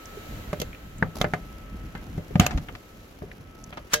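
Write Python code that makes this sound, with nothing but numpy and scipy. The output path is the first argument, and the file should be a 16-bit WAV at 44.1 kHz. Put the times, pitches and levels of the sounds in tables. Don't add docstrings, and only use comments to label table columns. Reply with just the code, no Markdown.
import sys
import numpy as np
from scipy import signal
from scipy.fft import rfft, irfft, next_fast_len
from scipy.io import wavfile
from scipy.ndimage import map_coordinates

SR = 44100
rng = np.random.default_rng(int(sys.argv[2]) if len(sys.argv) > 2 else 0)


def waveform_to_disk(signal):
    frames = np.transpose(np.atleast_2d(signal))
    scaled = np.clip(frames, -1, 1) * 32767
    samples = np.round(scaled).astype(np.int16)
    wavfile.write(sys.argv[1], SR, samples)


N = 176400

CLICK_CRACK_S, CLANK_CRACK_S = .018, .036
# f/Hz, left-right likeness
COVER_IMAGE = [(150, 0.99), (500, 0.71), (1500, 0.27), (5000, 0.41), (14000, 0.069)]
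# t/s, level/dB, boom/dB, body/dB, clang/dB, bite/dB, treble/dB, base t60/s
STAY_BLOW = [(3.933, -6.5, -30, -24, -18, -13.5, -14, 0.13)]
# f/Hz, level/dB
STAY_CONTACT = dict(crack_s=CLANK_CRACK_S, ring_db=0, again_s=.0066, again_t60=0.021, again_db=3, gain_db=-1, tone=[(200, -10),
                (520, 1), (850, -3), (1750, 7), (2300, -2.5), (4000, -1), (6000, 5), (9000, -3.5),
                (12500, -1), (16000, -11)])
STOP_S = STAY_BLOW[0][0] + STAY_CONTACT["again_s"]


def amp(db):
    return 10 ** (np.asarray(db) / 20)


def unit(x):
    return x / np.sqrt(np.mean(x ** 2) + 1e-20)


def fade(t, t60):
    return np.exp(-np.log(1000) * t / max(t60, 1e-3))


def along(points, hz):
    f, v = np.transpose(points)
    return np.interp(np.log(hz + 1), np.log(f + 1), v)


def curve(points):
    return np.interp(np.arange(N) / SR, *np.transpose(points))


def wobble(rate):
    return map_coordinates(rng.standard_normal(int(N * rate / SR) + 4), [np.arange(N) * rate / SR])


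def add(track, s, sound):
    part = track[:, max(round(s * SR), 0):][:, :sound.shape[-1]]
    part += sound[..., :part.shape[1]]


def noise(tone, image, size=N):
    hz = np.fft.rfftfreq(size, 1 / SR)
    turn = np.arccos(np.clip(along(image, hz), -1, 1)) / 2
    spectrum = rfft(rng.standard_normal((2, size))) * amp(along(tone, hz))
    mid, side = irfft(spectrum * [np.cos(turn), np.sin(turn)], size)
    return unit(np.array([mid + side, mid - side]))


def causal(db):
    cepstrum = irfft(db * np.log(10) / 20)
    cepstrum[1:len(cepstrum) // 2] *= 2
    cepstrum[len(cepstrum) // 2 + 1:] = 0
    return np.exp(rfft(cepstrum))


def burst(t, t60, rise_s=0.0017):
    envelope = (1 - np.exp(-(t / rise_s) ** 2)) * fade(t, t60)
    return unit(noise([(1, 0)], COVER_IMAGE, size=len(t)) * envelope) / np.sqrt(len(t))


def yard_air():
    # t/s, level/dB
    hiss_ride = [(0, -57), (.35, -53.5), (.8, -60.5), (1.45, -62.5), (1.75, -67.5), (2.1, -63.5),
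                 (2.85, -63.5), (3.12, -64.5), (3.33, -75), (4, -75)]
    mid_ride = [(0, -48), (.35, -45), (.9, -51), (2.3, -51), (3.05, -55), (4, -54)]
    # f/Hz, level/dB
    hiss_tone = [(1760, -36), (3000, -7), (3860, 4), (5070, -3.5), (6860, -0.5), (9140, -12), (12400, -0.5),
                 (16000, -8)]
    mid_tone = [(160, -36), (280, -4.5), (639, -7), (942, -14.5), (1440, -11), (3200, -17), (4160, -38),
                (7040, -120)]
    # f/Hz, left-right likeness
    image = [(60, 0.96), (180, 1), (550, 0.25), (1650, -0.22), (4970, -0.018), (15000, -0.12)]
    hiss = amp(curve(hiss_ride) + 3) * noise(hiss_tone, image)
    return hiss + amp(curve(mid_ride) + 0.5) * noise(mid_tone, image)


def rumble(lump_db=3.5):
    # t/s, level/dB
    ride = [(0, -45), (.5, -38.5), (.8, -43.5), (1, -39), (1.5, -41), (1.68, -39.5), (1.74, -34.5),
            (1.8, -39), (2.28, -39.5), (2.56, -34), (2.75, -47), (4, -46)]
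    # f/Hz, level/dB
    tone = [(12, -42), (20, -9), (50, -0.5), (113, -9.5), (156, -8.5), (315, -17), (420, -48), (700, -120)]
    return amp(curve(ride)) * unit(amp(lump_db * wobble(22.01)) * noise(tone, [(100, 0.96)]))


def whine(pitch_hz=1302, drift_hz=1.2, waver_db=1.0):
    # t/s, level/dB
    ride = [(0, -52.5), (.8, -61), (1.1, -56), (1.8, -57), (2.25, -66), (2.9, -63), (3.3, -72), (3.6, -57),
            (4, -71)]
    phase = 2 * np.pi * np.cumsum(pitch_hz + drift_hz * wobble(8.3)) / SR
    return amp(curve(ride) - waver_db * wobble(6.93)) * np.sqrt(2) * np.sin(phase)


def contacts(rows, t60, gain_db, width, size=4096):
    out, t, hz = np.zeros((2, N)), np.arange(size) / SR, np.fft.rfftfreq(size, 1 / SR)
    for s, db, pitch in rows:
        band = 1j * hz * pitch * width / (pitch ** 2 - hz ** 2 + 1j * hz * pitch * width)
        touch = unit(irfft(rfft(burst(t, t60)) * band ** 2)) / np.sqrt(size)
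        add(out, s, amp(db + gain_db) * touch * (1 - t / t[-1]))
    return out


def ticks():
    # t/s, level/dB, f/Hz
    hits = [(0.055, -35.5, 6200), (0.7285, -35, 2260), (0.7457, -35.5, 2400), (0.982, -42.5, 7050),
            (1.0245, -10.5, 1600), (1.213, -15, 3400), (2.397, -14, 2650), (2.464, -16, 2700),
            (3.3139, -32.5, 1960), (3.6387, -34.5, 6200)]
    return contacts(hits, t60=0.018, gain_db=16.5, width=0.29)


def taps():
    # t/s, level/dB, f/Hz
    hits = [(.168, -29.5, 415), (.616, -22.5, 517), (1.025, -23, 795), (1.337, -24, 633), (2.305, -30, 410),
            (3.228, -30, 398)]
    return contacts(hits, t60=0.031, gain_db=20.5, width=0.18)


def steel(hz, scatter_db=2.5):
    # f/Hz, height/dB, t60/s
    modes = [(414, -2, 0.23), (521, -0.5, 0.14), (599, 1, 0.12), (725, 2.5, 0.077), (1217, 1, 0.094),
             (2080, 2.5, 0.064), (2650, 3, 0.1), (3090, 0, 0.11), (3420, -4.5, 0.36), (4490, -0.5, 0.17),
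             (6600, -5, 0.11)]
    response = 1
    for pitch, db, t60 in modes:
        loss = 1j * hz * np.log(1000) / np.pi / t60
        response += amp(db + rng.normal(0, scatter_db)) * loss / (pitch ** 2 - hz ** 2 + loss)
    return response


def ring(t, t60, low_hz=576, top_hz=7800):
    bands = [("low", low_hz, 1.9), ("band", [low_hz, top_hz], 0.97), ("high", top_hz, 0.74)]
    return sum(signal.sosfilt(signal.butter(2, hz, kind, fs=SR, output="sos"), burst(t, stretch * t60))
               for kind, hz, stretch in bands)


def boom(t, ring_t60, push_s=0.0047, scatter_db=2.0):
    # f/Hz, level/dB, undamped t60/s
    modes = [(101.4, -11.5, 0.34), (140, 2, 0.071), (163.8, -9, 0.48), (180, 2.5, 0.068),
             (228.6, -13, 0.088)]
    swing = sum(amp(db + rng.normal(0, scatter_db, (2, 1))) * fade(t, t60) * np.sin(2 * np.pi * hz * t)
                for hz, db, t60 in modes)
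    hand = fade(t, 5.6 * ring_t60)
    return unit(swing * (1 - np.exp(-t / push_s)) * hand) / np.sqrt(len(t))


def blows(rows, crack_s, ring_db, again_s, again_t60, again_db, gain_db, tone, size=16384):
    band_edges = [300, 1100, 2200, 4500, 15000]
    # t/s, left lead/ms, left over right/dB
    positions = [(0.529, 0.011, -2.5), (0.609, -0.44, -3), (1.03, -0.013, -0.5), (2.4, 0.122, 2),
                 (3.8, 0.25, 0.5)]
    out, t, hz = np.zeros((2, N)), np.arange(size) / SR, np.fft.rfftfreq(size, 1 / SR)
    edges, sides, metal = np.array(band_edges), np.array([[.5], [-.5]]), steel(hz)
    centres, shares = np.sqrt(edges[1:] * edges[:-1]), np.diff(edges) / (SR / 2)
    when, leads, pans = np.transpose(positions)
    taper = np.cos(np.pi / 2 * t / t[-1]) ** 2
    blow_s = 0.017
    for s, db, boom_db, *bands_db, t60 in rows:
        hit = burst(t, crack_s) + amp(ring_db) * ring(t, t60)
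        add(hit, again_s, amp(again_db) * burst(t, again_t60, rise_s=0.00044))
        band_eq = list(zip(centres, bands_db - 10 * np.log10(shares)))
        colour = causal(along(band_eq, hz) + along(tone, hz))
        lead_s = np.interp(s, when, leads) / 1000
        place = amp(sides * np.interp(s, when, pans)) * np.exp(2j * np.pi * hz * sides * lead_s)
        hit = irfft(rfft(unit(hit) / np.sqrt(size)) * colour * metal * place) * taper
        blow = amp(gain_db) * hit + amp(boom_db) * boom(t, t60)
        add(out, s, amp(db) * np.sqrt(blow_s * SR) * blow)
    return out


def cover_knocks():
    # t/s, level/dB, boom/dB, body/dB, clang/dB, bite/dB, treble/dB, base t60/s
    hits = [(0.529, -21, -12.5, -6, -14.5, -22.5, -22, 0.064),
            (1.024, -8, -12.5, -17, -17.5, -40, -51, 0.13), (1.242, -15.5, -9, -7.5, -8, -25, -35, 0.097),
            (1.335, -11, -16, -16.5, -13, -29, -32, 0.099), (1.95, -26.5, -13, -13.5, -10, -21, -29, 0.27),
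            (2.178, -26.5, -4, -4, -26.5, -29, -28, 0.14), (2.355, -18, 3.5, -9.5, -15, -21, -30.5, 0.042),
            (3.219, -34, -3.5, -1.5, -17, -36, -46, 0.24)]
    # f/Hz, level/dB
    contact = dict(crack_s=0.014, ring_db=-3.5, again_s=.007, again_t60=0.016, again_db=-6.5, gain_db=-3, tone=[(150, 0),
               (800, 0.5), (1200, -3.5), (1750, 3), (4400, -0.5), (7000, -1), (9000, -8), (12500, -6),
               (16000, -18)])
    return blows(hits, **contact)


def latch_clicks():
    # t/s, level/dB, boom/dB, body/dB, clang/dB, bite/dB, treble/dB, base t60/s
    hits = [(0.599, -27.5, -29, -7.5, -27, 0, -1, 0.077),
            (0.615, -16.5, -22.5, -17, -19.5, -10, -9.5, 0.063),
            (1.212, -9.5, -23, -17, -10, -18, -15, 0.09), (2.396, -7, -4.5, -18, -13, -9, -10, 0.034),
            (2.463, -6.5, -31, -23.5, -13.5, -18, -12.5, 0.048)]
    # f/Hz, level/dB
    contact = dict(crack_s=CLICK_CRACK_S, ring_db=-2.5, again_s=.0025, again_t60=0.0076, again_db=-3, gain_db=-3, tone=[(300, 2),
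               (1100, -4.5), (4400, -8), (5300, -8.5), (6600, -1.5), (9000, -17), (12800, -6),
               (16000, -24)])
    return blows(hits, **contact)


def latch_scrape(grain_db=4):
    # t/s, level/dB
    ride = [(1.135, -81), (1.155, -40), (1.185, -37), (1.208, -38.5), (1.225, -58), (1.29, -49),
            (1.32, -53)]
    # f/Hz, level/dB
    tone = [(120, -24), (200, 6.5), (968, -8.5), (1710, -19), (6050, -17), (9060, -30), (11100, -19),
            (16000, -28)]
    return amp(curve(ride)) * unit(noise(tone, COVER_IMAGE) * amp(grain_db * wobble(260)))


def shudder(start_s=2.404, db=-18.5, low_t60=0.4, treble_t60=0.21, split_hz=1400):
    # f/Hz, level/dB
    tone = [(29, -38), (50, 1.5), (167, -9), (601, -24.5), (729, -13.5), (1020, -24.5), (1500, -19),
            (7570, -34.5), (9000, -42.5)]
    out, t = np.zeros((2, N)), np.arange(N) / SR
    sheet = irfft(rfft(noise(tone, COVER_IMAGE)) * steel(np.fft.rfftfreq(N, 1 / SR)), N)
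    chatter = unit(sheet * amp(1.4 * wobble(297)))
    low = signal.sosfilt(signal.butter(1, split_hz, fs=SR, output="sos"), chatter)
    add(out, start_s, amp(db) * (low * fade(t, low_t60) + (chatter - low) * fade(t, treble_t60)))
    return out


def cover_rattles():
    # t/s, level/dB, boom/dB, body/dB, clang/dB, bite/dB, treble/dB, base t60/s
    hits = [(2.507, -22, -23, -10, -8, -16.5, -14.5, 0.16), (2.574, -28, -6.5, -7.5, -5.5, -9, -9.5, 0.065),
            (2.684, -27.5, -37, -10.5, -7.5, -9.5, -55, 0.076),
            (2.75, -32.5, -22, -13, -5, -7.5, -19, 0.027), (3.725, -33, -17, -10.5, -4.5, -7.5, -32, 0.11),
            (3.771, -27, -28, -7, -7.5, -11, -20.5, 0.084)]
    # f/Hz, level/dB
    contact = dict(crack_s=0.032, ring_db=1.5, again_s=.007, again_t60=0.019, again_db=-3, gain_db=-5, tone=[(300, 0),
               (6600, -2), (9000, -14), (16000, -23)])
    return blows(hits, **contact)


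def rasp(db=-24, swell_t60=0.068):
    # f/Hz, level/dB
    tone = [(500, -19), (1500, 2), (16000, -21)]
    to_stop = STOP_S - np.arange(N) / SR
    return amp(db) * (to_stop > 0) * fade(np.abs(to_stop), swell_t60) * noise(tone, COVER_IMAGE)


def stay_clank(lowest_t60=0.37):
    # f/Hz, level/dB
    modes = [(460, -32), (603, -28.5), (1626, -34), (3246, -37), (3854, -36), (6508, -40)]
    out, t = blows(STAY_BLOW, **STAY_CONTACT), np.arange(SR // 2) / SR
    for hz, db in modes:
        t60 = lowest_t60 * (hz / modes[0][0]) ** -.3
        phase = 2 * np.pi * rng.random((2, 1))
        add(out, STOP_S, amp(db) * fade(t, t60) * np.sin(2 * np.pi * hz * t + phase))
    return out


def scene():
    bed = yard_air() + rumble() + whine()
    unlatching = ticks() + taps() + cover_knocks() + latch_clicks() + latch_scrape()
    lifting = shudder() + cover_rattles() + rasp() + stay_clank()
    return bed + unlatching + lifting


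def record(dry):
    size, top_hz = next_fast_len(N + SR // 2), 15900
    passband = np.fft.rfftfreq(size, 1 / SR) < top_hz
    return irfft(rfft(np.clip(dry, -1, 1), size) * passband, size)[:, :N]


dry = scene()
out = record(dry)
waveform_to_disk(out)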